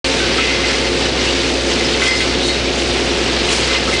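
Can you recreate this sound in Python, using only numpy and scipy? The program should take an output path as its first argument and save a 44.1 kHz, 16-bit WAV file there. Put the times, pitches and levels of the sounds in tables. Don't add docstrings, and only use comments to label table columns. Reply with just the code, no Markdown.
import sys
import numpy as np
from scipy import signal
from scipy.io import wavfile
from scipy.ndimage import uniform_filter1d

SR = 44100
rng = np.random.default_rng(int(sys.argv[2]) if len(sys.argv) > 2 else 0)


def transcribe(u):
    v = np.clip(np.atleast_2d(u).T, -1, 1)
    q = np.round(v * 32767).astype(np.int16)
    wavfile.write(sys.argv[1], SR, q)


N = 176400
T = np.arange(N) / SR


def stones(stones_per_s=3200, spread_db=2, clink_share=0.52, gain_db=2.15):
    # time_s, level_db
    load = [(0.06, -19), (0.08, -21), (0.56, -20.5), (0.63, -22), (0.71, -18.5), (0.72, -20.5),
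            (0.9, -23.5), (1.04, -21), (1.12, -23.5), (1.24, -20.5), (1.66, -23.5), (1.72, -20.5),
            (1.79, -22), (1.87, -21.5), (1.89, -20.5), (1.99, -22), (2.05, -18.5), (2.19, -22), (2.21, -21),
            (2.36, -22.5), (2.5, -23.5), (2.53, -23), (2.74, -23.5), (2.82, -23), (3.48, -21.5),
            (3.53, -18.5), (3.57, -21.5), (3.64, -19.5), (3.66, -21.5), (3.76, -18.5), (3.81, -23),
            (4.0, -21)]
    # frequency_hz, relative_density_db
    clatter = [(500, -12), (750, -8), (1000, -1), (1300, -5.5), (1700, -1.5), (2200, 1), (2700, 1.5),
               (3400, 0), (4300, 0.5), (5000, -4), (5700, -6), (6500, -14.5), (8000, -15), (10000, -32)]
    load_db = in_time(load)
    hits = np.flatnonzero(rng.random(N) < stones_per_s * from_db(load_db - load_db.mean()) / SR)
    sizes = from_db(spread_db * np.minimum(rng.exponential(1, N), 4))[hits]
    clinks = 0
    for hz in np.geomspace(800, 8000, 56):
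        clicks = np.zeros(N)
        draw = rng.uniform(-1, 1, N)[hits]
        clicks[hits] = sizes * np.sign(draw) * (abs(draw) < .1)
        weight = from_db(at_hz(clatter, hz)) * np.sqrt(hz)
        clinks = clinks + weight * rms_one(ring(clicks, hz, t60_s=0.013))
    near = np.sqrt(clink_share) * rms_one(clinks)
    rush = np.sqrt(1 - clink_share) * coloured_noise(clatter, flicker_db=2.06)
    return from_db(gain_db + load_db) * (near + rush)


def steel(blow_db=3.2, crash_db=-8.5, pitch_jitter=.0075, rough_db=2.2):
    # pitch_hz, gain_db, t60_s
    modes = [(1316, -3.5, 0.088), (1530, -7, 0.32), (2015, -8.5, .15), (2066, 0, 0.25), (2210, -10.5, .12),
             (2490, -6, .15), (2680, -5, .12), (2895, -4, 0.18), (3270, -2.5, 0.18), (3740, -2.5, 0.26),
             (3900, -4, .2), (4288, -1.5, .35), (4820, -10.5, .2), (5080, -2, 0.25)]
    # start_s, level_db, length_s, favoured_hz, range_octaves
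    volleys = [(.2, -22, .05, 1540, 0.11), (0.382, -20.5, 0.017, 1320, 0.17),
               (.385, -22, 0.067, 2490, 0.32), (0.476, -26, 0.076, 2400, .35),
               (0.565, -30, 0.038, 2060, 0.13), (0.637, -26, 0.033, 2150, .2),
               (0.738, -27.5, .02, 2060, .12), (0.844, -31, .03, 2060, .12), (1.19, -31, .03, 2040, .12),
               (1.27, -22.5, .03, 2760, .1), (1.43, -29, 0.076, 2550, 0.19), (1.798, -32, .04, 2050, .12),
               (1.845, -25, .025, 5200, 0.14), (2.02, -23.5, 0.037, 2060, 0.46),
               (2.053, -22.5, 0.05, 3270, 0.084), (2.058, -25.5, 0.11, 5000, 0.19),
               (2.064, -17.5, 0.085, 2100, 0.045), (2.204, -25, 0.021, 2400, 0.59),
               (2.43, -25, 0.051, 3850, 0.13), (2.484, -22, .025, 4100, 0.15),
               (2.484, -30.5, .03, 2060, .12), (3.481, -27, 0.056, 2800, 0.31), (3.70, -28, .02, 1600, .6),
               (3.746, -23.5, 0.038, 2490, .28), (3.877, -24.5, .02, 1300, .2),
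               (3.927, -24, 0.021, 2060, 0.17), (3.98, -28, .02, 2060, 0.17)]
    out = 0
    for hz, mode_db, t60_s in modes:
        power = np.zeros(N + SR)
        for start_s, db, length_s, favoured_hz, octaves in volleys:
            start, size = int(start_s * SR), int(length_s * SR)
            weight = np.exp(-.5 * (np.log2(hz / favoured_hz) / octaves) ** 2)
            volley_db = db + mode_db + np.linspace(blow_db, 0, size)
            power[start:start + size] += (weight * from_db(volley_db)) ** 2
        power = power[:N]
        fall_db = 60 * T / t60_s
        ring_db = np.maximum.accumulate(10 * np.log10(power + 1e-12) + fall_db) - fall_db
        envelope = uniform_filter1d(from_db(ring_db), size=40)
        cycles = hz * np.cumsum(1 + pitch_jitter * drift(60)) / SR
        tone = rms_one(np.sin(2 * np.pi * cycles) * from_db(rough_db * drift(70)))
        crash = rms_one(band(rng.standard_normal(N), hz * 0.864, hz * 1.14))
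        out = out + tone * envelope + from_db(crash_db) * np.sqrt(power) * crash
    return out


def drum(firings, hood_db=-2.5, rumble_db=-27, throb_depth=0.13):
    # centre_hz, width_hz, relative_db
    resonances = [(115.6, 36, -11.5), (165, 39, -9.5), (243, 36.4, -3), (345.6, 42.4, -0.5), (415, 53, -1),
                  (488, 45, -6), (543, 36, -10.5), (693, 52, -9), (756.5, 29, -10.5), (862, 61, -12)]
    # time_s, level_db
    roar_levels = [(0, -22.5), (.4, -18), (.55, -22.5), (.9, -20), (1.3, -21.5), (1.49, -22.5), (1.54, -17),
                   (1.59, -26), (1.73, -18), (1.95, -20), (2.1, -21.5), (2.35, -20), (2.7, -22), (3.0, -19),
                   (3.5, -19), (3.85, -21.5), (3.9, -18), (4, -23)]
    # frequency_hz, relative_density_db
    rumble_spectrum = [(25, -15), (40, -5), (70, -2.5), (100, -3), (190, -2), (300, 0.5), (450, 0.5),
                       (620, 1.5), (900, -21), (1500, -6)]
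    hood = 0
    for hz, width_hz, db in resonances:
        resonance = band(rng.standard_normal(N), hz - width_hz / 2, hz + width_hz / 2)
        hood = hood + from_db(db) * evened(resonance, window_s=.12)
    roar = evened(hood, window_s=.06) * from_db(hood_db + in_time(roar_levels))
    rumble = from_db(rumble_db) * coloured_noise(rumble_spectrum, flicker_db=-0.5)
    return (roar + rumble) * (1 + throb_depth * np.sin(2 * np.pi * firings))


def hydraulics(speed_wander=0.0036):
    # pitch_hz, level_db, waver_db
    tones = [(269.8, -33, 2.1), (279.5, -40, 2), (352.5, -31.5, 2.5), (445.6, -34, 2.5), (539.3, -32, 2),
             (896, -50.5, 6)]
    # time_s, gain_db
    strength = [(0, 3), (.6, 0), (1.1, -1), (1.7, 3), (2.1, 0), (2.7, 0), (3.3, -5), (4, -3)]
    running_s = np.cumsum(1 + speed_wander * drift(3.36)) / SR
    hum = sum(sine(hz * running_s, db + waver_db * drift(12.4)) for hz, db, waver_db in tones)
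    return hum * from_db(in_time(strength))


def engine(firings, waver_db=0.4):
    # firing_multiple, level_db
    orders = [(.5, -61), (1, -28.5), (2, -41), (2.5, -52)]
    return sum(sine(order * firings, db + waver_db * drift(5)) for order, db in orders)


def grit(gain_db=0.5, rough_db=2):
    # time_s, level_db
    spray = [(.04, -31), (.21, -32), (.32, -44), (.42, -31.5), (.55, -52), (.7, -38), (.88, -37),
             (1.02, -37), (1.19, -49), (1.27, -32), (1.36, -38), (1.64, -36), (1.73, -32), (1.79, -38),
             (1.86, -33.5), (1.98, -39), (2.06, -25.5), (2.13, -34.5), (2.23, -31.5), (2.36, -49),
             (2.47, -27.5), (2.56, -41), (2.69, -47), (2.77, -34), (3.1, -38), (3.41, -40), (3.535, -22.5),
             (3.6, -28.5), (3.68, -34), (3.8, -48), (3.95, -28), (4, -45)]
    # frequency_hz, relative_density_db
    hiss = [(3000, -8.5), (4800, 0), (6200, 2), (7500, -0.5), (9000, -5.5), (10500, -28)]
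    level_db = gain_db + in_time(spray) + rough_db * drift(120)
    return from_db(level_db) * coloured_noise(hiss, flicker_db=1.7)


def from_db(db):
    return 10 ** (np.asarray(db) / 20)


def rms_one(x):
    return x / np.sqrt(np.mean(x ** 2) + 1e-20)


def in_time(points):
    return np.interp(T, *np.transpose(points))


def at_hz(spectrum, hz):
    points_hz, db = np.transpose(spectrum)
    return np.interp(np.log(hz), np.log(points_hz), db)


def drift(rate_hz):
    step, settle = 40, 2000
    pole = np.exp(-2 * np.pi * rate_hz * step / SR)
    white = rng.standard_normal(N // step + settle + 2)
    slow = signal.lfilter([1], [1, -2 * pole, pole * pole], white)[settle:]
    return np.interp(np.arange(N) / step, np.arange(len(slow)), rms_one(slow - slow.mean()))


def sine(cycles, rms_db):
    return np.sqrt(2) * from_db(rms_db) * np.sin(2 * np.pi * (cycles + rng.random()))


def band(x, low_hz, high_hz):
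    return signal.sosfilt(signal.butter(2, [low_hz, high_hz], "band", fs=SR, output="sos"), x)


def ring(x, hz, t60_s):
    pole, angle = from_db(-60 / (t60_s * SR)), 2 * np.pi * hz / SR
    return signal.lfilter([.5, 0, -.5], [1, -2 * pole * np.cos(angle), pole * pole], x + 1e-18)


def coloured_noise(spectrum, flicker_db):
    edges = np.exp(np.arange(np.log(spectrum[0][0]), np.log(spectrum[-1][0]) + .2, np.log(2) / 3))
    white, out = rng.standard_normal((2, N)), 0
    for k, (low, high) in enumerate(zip(edges, edges[1:])):
        level_db = at_hz(spectrum, np.sqrt(low * high)) + flicker_db * drift(42)
        out = out + band(white[k % 2], low, high) * from_db(level_db)
    return rms_one(out)


def evened(x, window_s, share=0.87):
    power = np.abs(uniform_filter1d(x * x, int(window_s * SR))) + 1e-12
    return rms_one(x / power ** (share / 2))


def scene(firing_hz=62.08, speed_wander=0.0091):
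    firings = firing_hz * np.cumsum(1 + speed_wander * drift(3)) / SR
    mono = engine(firings) + hydraulics() + drum(firings) + stones() + grit() + steel()
    return np.array([mono, mono])


def record(dry, threshold_db=-16.5, slope=0.65, window_s=0.017, start_s=.0425, fade_s=.002):
    pole = np.exp(-1 / (window_s * SR))
    level_db = 10 * np.log10(signal.lfilter([1 - pole], [1, -pole], dry[0] ** 2) + 1e-12)
    ducked = dry * from_db(-slope * np.maximum(level_db - threshold_db, 0))
    rounded = 1.263 * np.tanh(ducked / 1.132)
    fade_in = np.clip((T - start_s) / fade_s, 0, 1)
    low_pass = signal.ellip(14, .1, 80, 10020, fs=SR, output="sos")
    return signal.sosfilt(low_pass, rounded * fade_in)


dry = scene()
out = record(dry)
transcribe(out)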